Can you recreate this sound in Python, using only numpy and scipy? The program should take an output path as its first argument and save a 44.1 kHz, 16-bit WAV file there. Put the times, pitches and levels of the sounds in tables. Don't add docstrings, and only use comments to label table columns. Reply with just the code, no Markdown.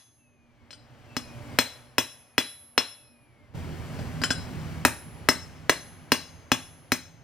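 import sys
import numpy as np
from scipy import signal
from scipy.fft import rfft, irfft, next_fast_len
from scipy.io import wavfile

SR = 44100
rng = np.random.default_rng(int(sys.argv[2]) if len(sys.argv) > 2 else 0)


def log_audio(samples):
    frames = np.atleast_2d(samples).T
    limited = np.clip(frames, -1, 1)
    pcm = np.round(limited * 32767).astype(np.int16)
    wavfile.write(sys.argv[1], SR, pcm)


N = 318843
LEAD = 11025


def amp(db):
    return 10 ** (np.asarray(db) / 20)


def rms_one(x):
    return x / np.sqrt(np.mean(x ** 2) + 1e-20)


def at_hz(table, hz, column=1):
    table = np.array(table)
    return np.interp(np.log(hz), np.log(table[:, 0]), table[:, column])


def ring(clicks, hz, t60):
    r, w = amp(-60 / (t60 * SR)), 2 * np.pi * hz / SR
    return signal.lfilter([0, np.sin(w)], [1, -2 * r * np.cos(w), r * r], clicks + 1e-18)


def decay(at, heights, t60):
    clicks = np.zeros(N + LEAD)
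    clicks[at] = heights
    return signal.lfilter([1], [1, -amp(-60 / (t60 * SR))], clicks + 1e-18)


def drift(rate_hz, size):
    knots = rng.standard_normal(int(size / SR * 40) + 2)
    smooth = signal.lfilter([1], [1, -np.exp(-2 * np.pi * rate_hz / 40)], knots)
    return np.interp(np.arange(size) * 40 / SR, np.arange(len(knots)), rms_one(smooth))


def bands(lo_hz, hi_hz, size):
    edges = np.geomspace(lo_hz, hi_hz, int(2 * np.log2(hi_hz / lo_hz)) + 2)
    white = rng.standard_normal((2, 2, size))
    for k, (low, high) in enumerate(zip(edges, edges[1:])):
        sos = signal.butter(2, [low, high], "band", fs=SR, output="sos")
        yield np.sqrt(low * high), signal.sosfilt(sos, white[k % 2])


def noise_bed(spectrum, flicker_db):
    # f/Hz, correlation
    likeness = [(60, 0.5), (180, 0.6), (550, 1), (1650, 0.6), (4970, 1), (15000, -0.11)]
    out = 0
    for hz, (mid, side) in bands(spectrum[0][0], spectrum[-1][0], N):
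        alike = np.clip(at_hz(likeness, hz), 0, 1)
        gain = amp(at_hz(spectrum, hz) + flicker_db * drift(12, N))
        out += gain * (np.sqrt(1 + alike) * mid + np.sqrt(1 - alike) * side * [[1], [-1]])
    return rms_one(out)


def machine_hum(cut_s):
    # f/Hz, width/Hz, level/dB
    early = [(122.6, 9.8, -3), (238.7, 3.7, -7), (293, 7.6, -13), (588.3, 6.5, -14)]
    late = [(84.44, 1.6, -8), (118.3, 6.2, -9), (158.1, 10, -5), (251.7, 33, -10.5)]
    hums = np.zeros((2, N))
    for hum, tones in zip(hums, (early, late)):
        for hz, width, db in tones:
            hum += amp(db) * rms_one(ring(rng.standard_normal(N), hz, t60=2.2 / width))
    return np.where(np.arange(N) / SR < cut_s, *hums)


def background():
    # t/s, rumble/dB, mid noise/dB
    faders = [(0, -71, -79.5), (0.35, -64, -76), (0.63, -59.5, -68), (1.001, -54.5, -61), (1.33, -46, -55),
              (1.542, -42, -51.5), (1.64, -59.5, -54), (1.9, -58, -63), (2.3, -64.5, -67.5),
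              (3.2, -63, -70.5), (3.537, -55.5, -66.5), (3.552, -35.5, -50.5), (3.85, -39.5, -50.5),
              (4.001, -34.5, -48), (4.15, -35.5, -49.5), (4.78, -37.5, -49.5), (5.0, -45, -58),
              (5.2, -44, -55), (5.57, -47.5, -57), (6.4, -52.5, -60.5), (7.17, -55.5, -64.5)]
    # f/Hz, density/dB
    rumble_eq = [(15, -50), (25, -32), (64, -4), (81, 7), (114, -3.5), (162, -4.5), (195, -10.5),
                 (242, -8.5), (384, -12), (500, -18.5), (650, -47.5), (1100, -120)]
    mids_eq = [(240, -35), (400, -4), (594, -1), (731, -1.5), (843, -4), (2470, -8), (3910, -19.5),
               (5500, -23), (7150, -52), (12100, -120)]
    hiss_eq = [(2940, -24), (5000, 4.5), (8120, 4), (15200, -3.5), (16300, -17), (16500, -49)]
    times, *levels = np.transpose(faders)
    rumble_db, mids_db = [np.interp(np.arange(N) / SR, times, db) for db in levels]
    hiss_db = -57.5 + 1.32 * (mids_db + 49.5)
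    hum = machine_hum(cut_s=3.54)
    rumble = amp(-3.5) * noise_bed(rumble_eq, flicker_db=3)
    mids = amp(mids_db + 3) * noise_bed(mids_eq, flicker_db=0.36)
    hiss = amp(hiss_db) * noise_bed(hiss_eq, flicker_db=0)
    return amp(rumble_db) * (rumble + hum) + mids + hiss


def bird():
    # t/s, f/Hz, level/dB
    contour = [(0, 2720, -8), (.03, 2680, 4), (.12, 2540, 3), (0.269, 2450, 3), (0.35, 2320, -2),
               (.5, 2090, 3.5), (0.559, 2020, -23.5)]
    # t/s, level/dB
    cues = [(.18, -73.5), (1.07, -61), (2.081, -74), (2.951, -68.5)]
    times, hz, db = np.transpose(contour)
    t = np.arange(round(times[-1] * SR)) / SR
    out = np.zeros(N)
    for start, level_db in cues:
        pitch = np.interp(t, times, hz) * (1 + 0.0036 * drift(7.4, len(t)))
        gain = amp(level_db + np.interp(t, times, db) + 1.7 * drift(17, len(t)))
        out[round(start * SR):][:len(t)] += gain * np.sin(2 * np.pi * np.cumsum(pitch) / SR)
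    return out


def yard(x):
    # f/Hz, level/dB, nominal t60/s
    reverb = [(100, -33, 0.28), (297, -33.5, 0.15), (770, -40.5, 0.33), (2115, -36.5, 0.27),
              (4730, -38.5, 0.37), (9300, -32, 0.28), (16700, -39, 0.22)]
    # delay/s, level/dB
    echoes = [(.0033, -11), (0.023, -34.5), (.043, -25.5)]
    t = np.arange(SR // 2) / SR
    tail = 0
    for hz, (mid, side) in bands(81.5, 15500, len(t)):
        fall_db = 60 * t / at_hz(reverb, hz, column=2)
        near, far = amp(-1.6 * fall_db), amp(-13 - 0.57 * fall_db)
        fade = amp(at_hz(reverb, hz)) * (near + far) * np.minimum(t / 0.0033, 1)
        tail += fade * (mid + 0.28 * side * [[1], [-1]])
    dull, out = signal.lfilter([.3], [1, -.7], x), x.copy()
    for delay, db in echoes:
        out[round(delay * SR):] -= amp(db) * dull[:-round(delay * SR)]
    return out + signal.fftconvolve(x[None], tail, axes=1)[:, :len(x)]


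def struck(at, level_db, modes, spread_db, chatter=0):
    out, chance = 0, rng.standard_normal((len(at), len(modes)))
    grit = rng.standard_normal((min(len(modes), 3), N + LEAD))
    for k, (hz, db, t60) in enumerate(modes):
        clicks = np.zeros(N + LEAD)
        clicks[at] = amp(level_db + db + spread_db * chance[:, k])
        settling = decay(at, chatter * clicks[at], t60=0.07) * grit[k % len(grit)]
        out += ring(clicks + settling, hz, t60)
    return out


def stand_thump(at, level_db):
    # f/Hz, level/dB, t60/s
    modes = [(117.4, -11, 0.16), (260, 5.5, 0.082), (279, -4, 0.13), (624, 3.5, 0.036)]
    thump = struck(at + 90, level_db, modes, spread_db=2.9)
    return signal.sosfilt(signal.butter(2, 70, "high", fs=SR, output="sos"), thump)


def anvil_ring(at, levels_db):
    # f/Hz, level/dB, t60/s, fade-in/s, flutter/dB
    modes = [(3975, -4.5, 0.48, 0.0027, 4.5), (6368, -9.5, 1.37, 0.012, 0.5), (11180, -10.5, 1, 0.055, 1.6)]
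    n = np.arange(N + LEAD)
    last_hit = np.maximum(np.searchsorted(at, n, "right") - 1, 0)
    since = np.maximum(n - at[last_hit], 0) / SR
    out = 0
    for level_db, (hz, db, t60, rise, flutter_db) in zip(levels_db, modes):
        fade_db = level_db[last_hit] + db - 60 * since / t60 + flutter_db * drift(18, len(n))
        out += amp(fade_db) * (1 - np.exp(-since / rise)) * np.sin(2 * np.pi * hz * since)
    return out


def bar_ring(at, ring_db, knock_db, rattle):
    pitches = [3050, 4827, 5109, 6915, 7230, 7752, 8495, 8915, 9911, 10100, 11860]
    # level/dB, t60/s
    decays = [(-3.5, 0.05), (-3, 0.11), (-6.5, 0.12), (-3, 0.1), (-5, .06), (-8.5, 0.068), (-5.5, 0.089),
              (-12, 0.071), (-10, 0.18), (-10.5, 0.078), (-15.5, 0.086)]
    # f/Hz, level/dB, t60/s
    knock = [(1524, -10.5, 0.027)]
    modes = np.column_stack([pitches, decays])
    low = struck(at, ring_db, modes[:3], spread_db=3, chatter=0.068 * rattle)
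    high = struck(at, ring_db - 7.5, modes[3:], spread_db=-1, chatter=0.082 * rattle)
    return low + high + struck(at, knock_db, knock, spread_db=2.5, chatter=0.071 * rattle)


def bar_clatter(at, level_db):
    # f/Hz, density/dB
    eq = [(120, -29), (200, 0), (2700, -0.5), (3370, -9.5), (4270, -17), (4680, -13.5), (5330, -0.5),
          (6880, -7.5), (8740, -10), (16000, -18.5)]
    noise = sum(amp(at_hz(eq, hz)) * mid for hz, (mid, _) in bands(198.3, 15630, N + LEAD))
    return decay(at, amp(level_db), t60=0.029) * rms_one(noise)


def hammer_ring(at, level_db, hardness_db):
    pitches = [3402, 4179, 5335, 6127]
    # ping/dB, t60/s, tail/dB, tail t60/s
    decays = [(10.5, 0.067, -17, 0.38), (3.5, 0.071, -22, 0.27), (5.5, 0.096, -21.5, 0.35),
              (1, 0.16, -21, 0.23)]
    # trim/dB, share of the hardness
    balance = [(-5.5, 1.1), (2, .3), (0, .25), (1, -0.17)]
    out = 0
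    for hz, (db, t60, tail_db, tail_t60), (trim_db, share) in zip(pitches, decays, balance):
        grip = amp(3.2 * drift(6, N + LEAD))
        pair = [(hz, db, t60), (hz + 6, tail_db, tail_t60)]
        mode_db = level_db + trim_db + share * hardness_db
        out += grip * struck(at, mode_db, pair, spread_db=1.1, chatter=0.026)
    return out


def steel_slap(at, slap_db, edge_db, crack_db):
    # f/Hz, level/dB, t60/s
    slap = [(1170, -5, 0.0045), (1750, 3, 0.0046)]
    edge = [(2564, 12.5, 0.0022), (6100, -4, 0.0093)]
    crack = [(8710, 8.8, 0.0037), (12090, 6.2, 0.0092), (15500, 3, 0.002)]
    layers = (slap_db, slap), (edge_db, edge), (crack_db, crack)
    return sum(struck(at, db, modes, spread_db=0.5) for db, modes in layers)


def bar_taps():
    # t/s, knock/dB, ring/dB, stand thump/dB
    taps = [(.706, -42, -52.5, -58), (.729, -40.5, -56.5, -64), (3.989, -36.5, -58, -40),
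            (4.216, -20.5, -47, -33), (4.236, -9, -32, -41), (4.304, -13.5, -31.5, -35)]
    return [dict(t=t, slap=knock - 6.5, edge=ring_db + 8.5, crack=ring_db - 25, thump=thump, knock=knock,
                 bar=ring_db, head=ring_db - 2.5, hardness=0, rattle=2.24,
                 anvil=(ring_db - 4, ring_db - 28, ring_db - 40))
            for t, knock, ring_db, thump in taps]


def hammer_blows():
    # t/s, slap/dB, crack/dB, hammer and bar ring/dB, steel hardness/dB,
    # upper two anvil tones/dB, their lean to the lower one/dB
    blows = [(-.15, -13.5, -53, -37, 3.5, -40, -0.5), (1.166, -19, -42.5, -36, -7, -49, -2),
             (1.587, -6.5, -19, -27.5, 1.5, -48.5, -8), (1.982, -7.5, -22.5, -34, 4, -40, -5.5),
             (2.38, -11, -26.5, -30.5, 8, -38, -11), (2.778, -10, -32, -31.5, 7.5, -47, -15),
             (4.85, -1, -18, -29, -10, -39.5, -8), (5.287, -2, -27, -28.5, -5.5, -43, 2.5),
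             (5.695, -4.5, -39, -30, -6.8, -37, -2.2), (6.119, -4, -24, -29, -2.5, -39, 4),
             (6.517, -7, -28.5, -33, -2.5, -38, -3.5), (6.919, -7, -24, -31, -5, -51, 11)]
    return [dict(t=t, slap=slap, edge=slap - 9 + hardness, crack=crack,
                 thump=-22 + 0.53 * slap - 0.19 * hardness, knock=slap - 17.5,
                 bar=ring_db - 1, head=ring_db, hardness=hardness, rattle=1,
                 anvil=(ring_db - 5.5 + hardness, upper + lean, upper - lean))
            for t, slap, crack, ring_db, hardness, upper, lean in blows]


def forging():
    cues = sorted(hammer_blows() + bar_taps(), key=lambda cue: cue["t"])
    hits = {part: np.array([cue[part] for cue in cues]) for part in cues[0]}
    at = np.round(hits["t"] * SR).astype(int) + LEAD + 30
    steel = anvil_ring(at, hits["anvil"].T)
    steel -= steel_slap(at, hits["slap"], hits["edge"], hits["crack"])
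    steel += hammer_ring(at, hits["head"], hits["hardness"])
    steel += bar_ring(at, hits["bar"], hits["knock"], hits["rattle"])
    steel += bar_clatter(at, hits["slap"] - 8.5)
    low_cut = signal.butter(4, 260, "high", fs=SR, output="sos")
    return signal.sosfilt(low_cut, steel) + stand_thump(at, hits["thump"])


def scene():
    return yard(forging())[:, LEAD:] + background() + bird()


def record(dry):
    # f/Hz, left minus right/dB, left phase lead/rad
    mismatch = [(50.2, -7, 1), (249, -0.5, 0.75), (690, 2.5, 0.53), (1500, 1.5, 0.48), (3260, 4.5, 0.78),
                (5700, 11, -1), (5940, 0.5, -1.33), (7790, 3.5, -1.32), (10300, -1.5, -1.3),
                (16000, -3, -0.73)]
    size = next_fast_len(N + 4096)
    hz = np.maximum(np.arange(size // 2 + 1) * SR / size, 1)
    half = amp(at_hz(mismatch, hz) / 2) * np.exp(.5j * at_hz(mismatch, hz, column=2))
    ports = irfft(rfft(dry, size) * np.array([half, 1 / half]), size)[:, :N]
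    high_cut = signal.cheby2(16, 95, 17100, fs=SR, output="sos")
    return signal.sosfilt(high_cut, 1.3 * np.tanh(ports / 1.3))


dry = scene()
out = record(dry)
log_audio(out)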